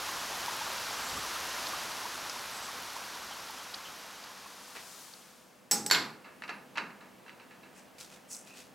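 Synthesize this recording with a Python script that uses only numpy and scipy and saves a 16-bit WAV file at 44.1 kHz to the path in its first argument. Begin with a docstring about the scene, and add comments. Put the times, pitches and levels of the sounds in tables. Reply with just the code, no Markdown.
"""Rain, then a small workshop

Steady rain, with plopping drips and scratchy squeaks, dies away and leaves the low hum of the room.
Near the microphone a switch snaps and a heavier steel contactor clacks shut, both ringing briefly.
Duller knocks follow from across the room; sleeves and soles scuff as someone moves to the lathe."""
import sys
import numpy as np
from scipy import signal
from scipy.fft import rfft, irfft, next_fast_len
from scipy.io import wavfile
from scipy.ndimage import uniform_filter1d

SR = 44100
rng = np.random.default_rng(int(sys.argv[2]) if len(sys.argv) > 2 else 0)


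def master(y):
    """Save y as 16-bit WAV."""
    cut = np.clip(np.atleast_2d(y).T, -1, 1)
    pcm = np.round(cut * 32767)  # scale
    wavfile.write(sys.argv[1], SR, pcm.astype(np.int16))


N = 385434
TIME = np.arange(N) / SR


# The wash of distant rain. Each row: frequency in Hz, relative level in dB.
WASH_SPECTRUM = [(18, -52), (30, -19.5), (55, -12), (170, -11.5), (233, -8.5), (394, -8), (1040, 0.5),
                 (1460, -1), (2120, -5.5), (5900, -7), (8520, -16), (12300, -15), (14800, -28)]

def rain(level_db=-38, hold_s=1.774, end_s=5.66, slacken_db=1.76, slacken_s=0.16):
    """Far drops blur into a wash under nearer ones; all hold, slacken a little, then fade to nothing."""
    wash = from_db(0.15) * coloured_noise(WASH_SPECTRUM, N)
    puddle = from_db(-12.5) * patter(per_s=75, low_hz=777, high_hz=1620, cycles=17, spread_db=2)
    leaves = from_db(-13.5) * patter(per_s=650, low_hz=3370, high_hz=12430, cycles=4.3, spread_db=4)
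    near = from_db(-27) * patter(per_s=21, low_hz=4000, high_hz=14500, cycles=9, spread_db=6.5)
    slack = from_db(-slacken_db * np.clip((TIME - hold_s) / slacken_s, 0, 1))
    fade = np.clip((end_s - TIME) / (end_s - hold_s), 0, 1)
    return from_db(level_db) * slack * fade * (wash + puddle + leaves + near)


def patter(per_s, low_hz, high_hz, cycles, spread_db):
    """Drops of uneven size, each ringing at one of 14 pitches and losing 60 dB over `cycles`; rms 1."""
    sizes = from_db(spread_db * np.minimum(rng.exponential(1, N), 4)) * rng.choice([-1, 1], N)
    drops = sizes * (rng.random(N) < per_s / SR)
    pitch_index, out = rng.integers(0, 14, N), 0
    for k, hz in enumerate(np.geomspace(low_hz, high_hz, 14)):
        decay, step = 1000 ** (-hz / (cycles * SR)), 2 * np.pi * hz / SR
        resonator = [np.sin(step), -np.sin(step)], [1, -2 * decay * np.cos(step), decay ** 2]
        out = out + signal.lfilter(*resonator, drops * (pitch_index == k) + 1e-18) / step
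    return rms_one(out)


# Big drips into a puddle. Each row: start in seconds, peak level in dB, starting pitch in Hz.
PUDDLE_DRIPS = [(.481, -28, 875), (.612, -31.5, 836), (1.17, -31.5, 1100), (1.361, -31.5, 1260),
                (1.733, -31.5, 1100), (2.053, -31.5, 905), (2.36, -35, 926), (2.685, -37.5, 1060),
                (2.962, -34.5, 945), (3.158, -39, 920), (3.497, -39, 840), (4.459, -43, 1010)]

def drips(swell_s=0.0031, glide_per_s=11.4):
    """Each drip traps a bubble whose pitch rises as it rings."""
    out, t = np.zeros((2, N)), TIME[:SR // 20]
    envelope = t / swell_s * np.exp(1 - t / swell_s)
    for s, db, hz in PUDDLE_DRIPS:
        add(out, s, from_db(db) * envelope * np.sin(2 * np.pi * hz * t * (1 + glide_per_s * t / 2)))
    return out


# Bright ticks close by. Each row: start in seconds, rough peak level in dB, centre in Hz.
BRIGHT_TICKS = [(.567, -34, 13000), (0.78, -32, 4740), (1.667, -27, 4350), (2.296, -25.5, 5300),
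                (2.965, -34, 5860), (3.116, -42, 13500), (3.506, -38, 14000), (3.74, -27.5, 4000),
                (3.744, -27, 4600), (4.238, -36, 4400), (5.136, -39, 4340), (8.346, -37, 4900)]

def ticks(swell_cycles=8.4, crest_db=8.5, octaves=0.24):
    """Tiny bursts of noise that swell and die within milliseconds, the higher the faster."""
    out, t = np.zeros((2, N)), TIME[:SR // 20]
    for s, db, hz in BRIGHT_TICKS:
        burst = stereo_noise(hump(hz, octaves), NEAR_WIDTH, len(t))
        age = t * hz / swell_cycles
        add(out, s, from_db(db - crest_db) * age * np.exp(1 - age) * burst)
    return out


# The switch, near the microphone. Each row: start in seconds, level in dB, decay of the crack
# in seconds, offset of ring and room tail in dB.
SWITCH_SNAPS = [(5.7116, -15.5, 0.0068, 0), (5.7175, -23.5, 0.0038, 1), (5.863, -20.5, 0.0035, -8.5)]
# Its body, then its modes. 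Each row: frequency in Hz, relative level in dB.
SWITCH_SPECTRUM = [(90, -12), (229, -1), (467, -7), (676, -18), (821, -14.5), (1570, -13), (3000, -19),
                   (5410, -8.5), (8000, -8), (9510, -20), (12100, -22.5), (16000, -38)]
SWITCH_RING = [(820, -3), (4883, -12), (5340, 5), (5480, 2.5), (6320, -10), (7860, 7.5), (8047, 8),
               (10200, -4), (10877, 0), (12110, 3), (12300, -5), (14290, -2), (15340, -2)]

def switch():
    """Light contacts snap over and ring high."""
    out, body = np.zeros((2, N)), resonant(SWITCH_SPECTRUM, SWITCH_RING, peak_db=4)
    for s, db, crack_s, tail_db in SWITCH_SNAPS:
        snap = blow(body, SWITCH_RING, crack_s, room_db=tail_db - 2, ring_db=tail_db - 8.5,
                    build_cycles=7.7, blur_hz=9.3)
        add(out, s, from_db(db) * snap)
    return out


# The contactor behind the switch. Each row: start in seconds, level in dB, treble cutoff in Hz.
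ARMATURE_HITS = [(5.9, -20, 8000), (5.9113, -4.5, 11000), (5.921, -14.5, 6000), (5.936, -20, 3500),
                 (5.948, -8, 2600)]
# Its body, then its modes. Each row: frequency in Hz, relative level in dB.
CONTACTOR_SPECTRUM = [(90, -20), (192, -5), (429, -4), (544, -12), (915, -1.5), (1640, 0), (2950, -3.5),
                      (4360, 3), (5300, -2.5), (6580, -10), (7350, -6), (9310, -21.5), (11900, -13),
                      (13000, -31), (16000, -29)]
CONTACTOR_RING = [(1010, 0), (1440, 2), (1597, 3), (2150, 1.5), (4130, 2), (4256, 5), (4392, 10.5),
                  (4459, 9.5), (4619, -10), (7241, 7.5), (7870, -6), (10280, -4), (11670, 1), (11945, 4),
                  (14230, -9), (15290, -9)]

def contactor():
    """A steel armature touches, clacks shut and bounces, each bounce duller than the last."""
    out, body = np.zeros((2, N)), resonant(CONTACTOR_SPECTRUM, CONTACTOR_RING, peak_db=2)
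    for s, db, bright_hz in ARMATURE_HITS:
        clack = blow(body, CONTACTOR_RING, crack_s=0.001, room_db=-8.5, ring_db=-19,
                     build_cycles=1.5, blur_hz=12)
        add(out, s, from_db(db) * soften(clack, bright_hz))
    return out


# Knocks across the room. Each row: start in seconds, level in dB, offset of ring and room tail in dB.
FAR_KNOCKS = [(6.241, -41, 3.5), (6.4214, -28.5, -15), (6.437, -27, -11), (6.4784, -29.5, -7),
              (6.4926, -22, -7.5), (6.7554, -30, -3.5), (6.773, -19.5, -7.5), (6.781, -17, -10),
              (6.9052, -38, -13), (7.007, -41, -1), (7.2627, -40, -6), (7.2806, -36.5, -11),
              (7.2944, -34, -11), (7.398, -39.5, -4), (7.508, -42, -3.5), (7.631, -41.5, -3)]
# The knocked part's body, then its modes. Each row: frequency in Hz, relative level in dB.
PART_SPECTRUM = [(71, -43), (120, -20), (200, -5), (454, -13), (643, -15), (930, -9), (1650, -6.5),
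                 (2020, -10), (2700, -8), (3310, -21.5), (4000, -17.5), (5000, -20), (16000, -44)]
PART_RING = [(945, 6), (1227, 2), (1700, 9), (2153, -4), (2690, 7.5), (3950, 2), (4500, 2)]

def knocks(bright_hz=3300, ease_s=0.002, uneven_db=3):
    """Parts are put down, seat and rattle; each contact wakes the modes differently."""
    out, t = np.zeros((2, N)), TIME[:SR // 2]
    body = resonant(PART_SPECTRUM, PART_RING, peak_db=5.5)
    for s, db, tail_db in FAR_KNOCKS:
        modes = [(hz, mode_db + uneven_db * rng.standard_normal()) for hz, mode_db in PART_RING]
        knock = blow(body, modes, crack_s=0.007, room_db=tail_db, ring_db=tail_db - 15,
                     build_cycles=7.1, blur_hz=32)
        onset = 1 - np.exp(-t / (ease_s * from_db(2 * tail_db)))   # gentle taps, mostly tail, ease in
        add(out, s, from_db(db) * onset * soften(knock, bright_hz))
    return out


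# Decay of the room, then of the steel parts. Each row: frequency in Hz, seconds to fall by 60 dB.
ROOM_DECAY = [(150, 0.86), (500, 0.62), (1500, 0.48), (5000, 0.29), (15000, 0.48)]
STEEL_DECAY = [(830, 1), (930, 0.31), (4500, 0.23), (15000, 0.14)]
# Stereo width of blows, ticks and rubbing. Each row: frequency in Hz, side over mid in dB.
NEAR_WIDTH = [(300, -18), (1500, -12.5), (6000, -11.5)]

def blow(body, modes, crack_s, room_db, ring_db, build_cycles, blur_hz):
    """One blow as it reaches the microphone: a crack, ringing modes and a room tail with late lows."""
    t = TIME[:SR // 2]
    noise = stereo_noise(body, NEAR_WIDTH, len(t))
    spike = 1.5 * np.exp(-t / 0.0009)   # steel meeting steel
    crack = noise * (np.exp(-t / crack_s) + spike)
    out = signal.lfilter(*signal.butter(1, 900, "high", fs=SR), crack)   # brief contact, little bass
    spectrum, bins = rfft(noise), np.fft.rfftfreq(len(t), 1 / SR)
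    centres = np.geomspace(150, 15000, 7)
    for hz, share in zip(centres, np.eye(len(centres))):
        band = irfft(spectrum * at_hz(np.c_[centres, share], bins), len(t))
        build = 1 - np.exp(-t * hz / build_cycles)
        out += band * from_db(room_db - 60 * t / at_hz(ROOM_DECAY, hz)) * build
    for hz, db in modes:
        phase = rng.uniform(0, 2 * np.pi)
        # reflections keep shifting the phase, which blurs the mode's pitch
        phase += np.cumsum(rng.standard_normal(len(t))) * np.sqrt(2 * np.pi * blur_hz / SR)
        envelope = from_db(ring_db + db - 60 * t / at_hz(STEEL_DECAY, hz))
        out += envelope * np.sin(2 * np.pi * hz * t + phase)
    return out / np.pi


# Sleeves and soles. Each row: time of the peak in seconds, level in dB, rise in seconds, centre in Hz.
SCUFF_STROKES = [(4.763, -45, 0.011, 1230), (7.785, -61, 0.03, 6850), (7.984, -52.5, 0.0022, 4000),
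                 (8.003, -48, 0.0027, 5200), (8.14, -57.5, 0.037, 4500), (8.332, -42, 0.028, 7100),
                 (8.481, -56.5, 0.021, 5000), (8.593, -53, 0.048, 4570)]

def scuffs(top_hz=9400, grain_db=2.04, catch_db=0.43):
    """Short rubs hiss and faintly stir the knocked part; now and then they catch and crackle."""
    out, t, rub = np.zeros((2, N)), TIME[:SR // 2] - 1 / 5, drift(800)
    stir = from_db(-59) * stereo_noise(PART_SPECTRUM, NEAR_WIDTH, len(t))
    for s, db, rise_s, hz in SCUFF_STROKES:
        octaves = max(np.log2(top_hz / hz), 1 / 4)   # lower strokes are broader: all reach the same top
        hiss = from_db(db) * stereo_noise(hump(hz, octaves), NEAR_WIDTH, len(t))
        scuff = stroke(t, rise_s, fall_s=0.048) * hiss + stroke(t, rise_s, fall_s=0.049) * stir
        add(out, s + t[0], scuff)
    return out * from_db(grain_db * rub + catch_db * np.clip(rub, 0, 3) ** 2)


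def slide(db=-52.5, peak_s=5.02, pan_db=5.5):
    """The hiss of one long, smooth slide, a little left of the microphone."""
    out, t = np.zeros((2, N)), TIME[:2 * SR] - 1
    hiss = stereo_noise(hump(6000, octaves=1), NEAR_WIDTH, len(t))
    gains = from_db(db + pan_db * np.array([[.5], [-.5]]))
    add(out, peak_s + t[0], gains * stroke(t, rise_s=0.49, fall_s=0.25) * hiss)
    return out


# Squeaks, dead centre. Each row: start in seconds, length in seconds, pitch in Hz, level in dB.
SCRATCHY_SQUEAKS = [(0.968, 0.26, 7550, -52), (2.51, 0.098, 7860, -50.5), (2.62, 0.059, 7900, -51),
                    (3.3, 0.039, 3100, -52), (3.577, 0.037, 3130, -51), (3.845, 0.044, 3040, -53),
                    (8.466, 0.17, 2610, -60)]

def squeaks(broken_db=3, width_share=0.1):
    """Each squeak is a narrow band of noise that swells, breaks up and dies."""
    out, breaks = np.zeros(N), from_db(broken_db * drift(70))
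    for s, length_s, hz, db in SCRATCHY_SQUEAKS:
        t = TIME[TIME < length_s]
        lowpass = signal.butter(2, width_share * hz / 2, fs=SR)
        rasp = rms_one(signal.lfilter(*lowpass, rng.standard_normal((2, len(t)))))
        phase = 2 * np.pi * hz * t
        band = rasp[0] * np.cos(phase) + rasp[1] * np.sin(phase)
        add(out, s, from_db(db) * np.sqrt(np.sin(np.pi * t / length_s)) * band)
    return out * breaks


def gust(peak_s=1.16, db=-48, swell_s=0.045):
    """A short, low puff of wind brushes the microphone."""
    out, t = np.zeros(N), TIME[:SR // 2] - 1 / 4
    rumble = coloured_noise(hump(105, octaves=4.8), len(t))
    add(out, peak_s + t[0], from_db(db) * np.exp(-(t / swell_s) ** 2) * rumble)
    return out


# A very faint squeak among the knocks. Each row: time in seconds, pitch in Hz.
WHISTLE_GLIDE = [(6.32, 9100), (6.42, 9750), (6.5, 11600), (6.57, 10500), (6.67, 12100), (6.73, 10300)]

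def whistle(db=-75, broken_db=4, waver_hz=120):
    """A thin, broken tone glides up and down, swelling and dying."""
    s, hz = np.transpose(WHISTLE_GLIDE)
    pitch = uniform_filter1d(np.interp(TIME, s, hz), SR // 30) + waver_hz * drift(400)
    progress = np.clip((TIME - s[0]) / (s[-1] - s[0]), 0, 1)
    level = from_db(db + broken_db * drift(50)) * np.sqrt(2 * np.abs(np.sin(np.pi * progress)))
    return level * np.sin(2 * np.pi * np.cumsum(pitch) / SR)


# Room tone all around the microphone. Each row: frequency in Hz, relative level in dB.
ROOM_SPECTRUM = [(30, -33), (199, -5), (415, -10.5), (649, -8.5), (1070, -13.5), (2800, -19), (3600, -23),
                 (14800, -31)]
# Its stereo width. Each row: frequency in Hz, side over mid in dB.
ROOM_SPREAD = [(100, -5.5), (1000, -5.5), (10000, -17.5)]
# The hum once the contactor has closed. Each row: frequency in Hz, level in dB.
HUM_TONES = [(197, -72), (256, -71.5), (500.6, -70)]

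def workshop(room_db=-56.5, from_s=1.55, entry_s=0.021, run_up_s=0.096, wander_rad=0.88):
    """Dull room noise and a wavering hum enter under the rain and grow as the contactor closes."""
    hum = sum(np.sqrt(2) * from_db(db) * np.sin(2 * np.pi * hz * TIME + wander_rad * drift(9.8))
              for hz, db in HUM_TONES)
    present = np.clip((TIME - from_s) / entry_s, 0, 1)
    idle = np.clip(1 - (TIME - ARMATURE_HITS[0][0]) / run_up_s, 0, 1)
    noise = from_db(room_db - 3 * idle) * stereo_noise(ROOM_SPECTRUM, ROOM_SPREAD, N)
    return present * (noise + from_db(-2 * idle) * hum)


def stroke(t, rise_s, fall_s):
    """Pressure of a rubbing stroke: it swells to a peak at t = 0 and dies."""
    return np.exp(-np.minimum(np.where(t < 0, (t / rise_s) ** 2, t / fall_s), 20))


def soften(sound, bright_hz):
    """A softer contact has less treble."""
    return signal.lfilter(*signal.butter(1, bright_hz, fs=SR), sound)


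def resonant(body, modes, peak_db, width_share=0.014):
    """The spectrum of a body, raised around each of its modes."""
    hz = np.geomspace(20, 20000, 2000)
    peaks = [1 / (1 + (np.log(hz / mode_hz) / width_share) ** 2) for mode_hz, _ in modes]
    return np.c_[hz, at_hz(body, hz) + peak_db * np.max(peaks, axis=0)]


def hump(centre_hz, octaves):
    """A bell-shaped spectrum."""
    hz = np.geomspace(20, 20000, 60)
    offset = np.log2(hz / centre_hz)
    return np.c_[hz, -10 * np.log10(1 + (offset / octaves) ** 4) - 2 * offset ** 2]


def coloured_noise(spectrum, size):
    """Mono noise with a given spectrum; rms 1."""
    padded = next_fast_len(size, True)
    gain = from_db(at_hz(spectrum, np.fft.rfftfreq(padded, 1 / SR)))
    return rms_one(irfft(rfft(rng.standard_normal(padded)) * gain, padded)[:size])


def stereo_noise(spectrum, width, size):
    """Coloured noise with a given side-to-mid ratio; rms 1."""
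    padded = next_fast_len(size, True)
    hz = np.fft.rfftfreq(padded, 1 / SR)
    mid, side = rfft(rng.standard_normal((2, padded))) * from_db(at_hz(spectrum, hz))
    side = side * from_db(at_hz(width, hz))
    return rms_one(irfft([mid + side, mid - side], padded)[:, :size])


def drift(per_s):
    """A random wander through `per_s` values a second; rms 1."""
    knots = rng.standard_normal(N // 40)
    return rms_one(np.interp(TIME * per_s, np.arange(len(knots)), knots))


def from_db(db):
    """Decibels to gain."""
    return np.exp(np.asarray(db) * (np.log(10) / 20))


def rms_one(x):
    """Scale to unit power."""
    return x / np.sqrt(np.mean(x ** 2) + 1e-20)


def at_hz(points, hz):
    """Read a table on a log-frequency axis."""
    f, value = np.transpose(points)
    return np.interp(np.log(np.maximum(hz, 1)), np.log(f), value)


def add(out, s, sound):
    """Mix a sound in from time s."""
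    start = int(np.clip(round(s * SR), 0, N - 1))
    out[..., start:start + sound.shape[-1]] += sound[..., :N - start]


def scene(low_cut_hz=110):
    """Rain in the centre; the small steel parts, just right of the microphone, radiate no deep bass."""
    low_cut = signal.butter(4, low_cut_hz, "high", fs=SR, output="sos")
    steel = signal.sosfilt(low_cut, switch() + contactor() + knocks()) * from_db([[-.5], [.5]])
    return (rain() + drips() + ticks() + gust() + squeaks()
            + steel + slide() + scuffs() + whistle() + workshop())


def record(dry):
    """The microphone's signal is cut steeply above 15.9 kHz."""
    return signal.sosfilt(signal.ellip(10, .2, 80, 15900, fs=SR, output="sos"), dry)


dry = scene()
out = record(dry)
master(out)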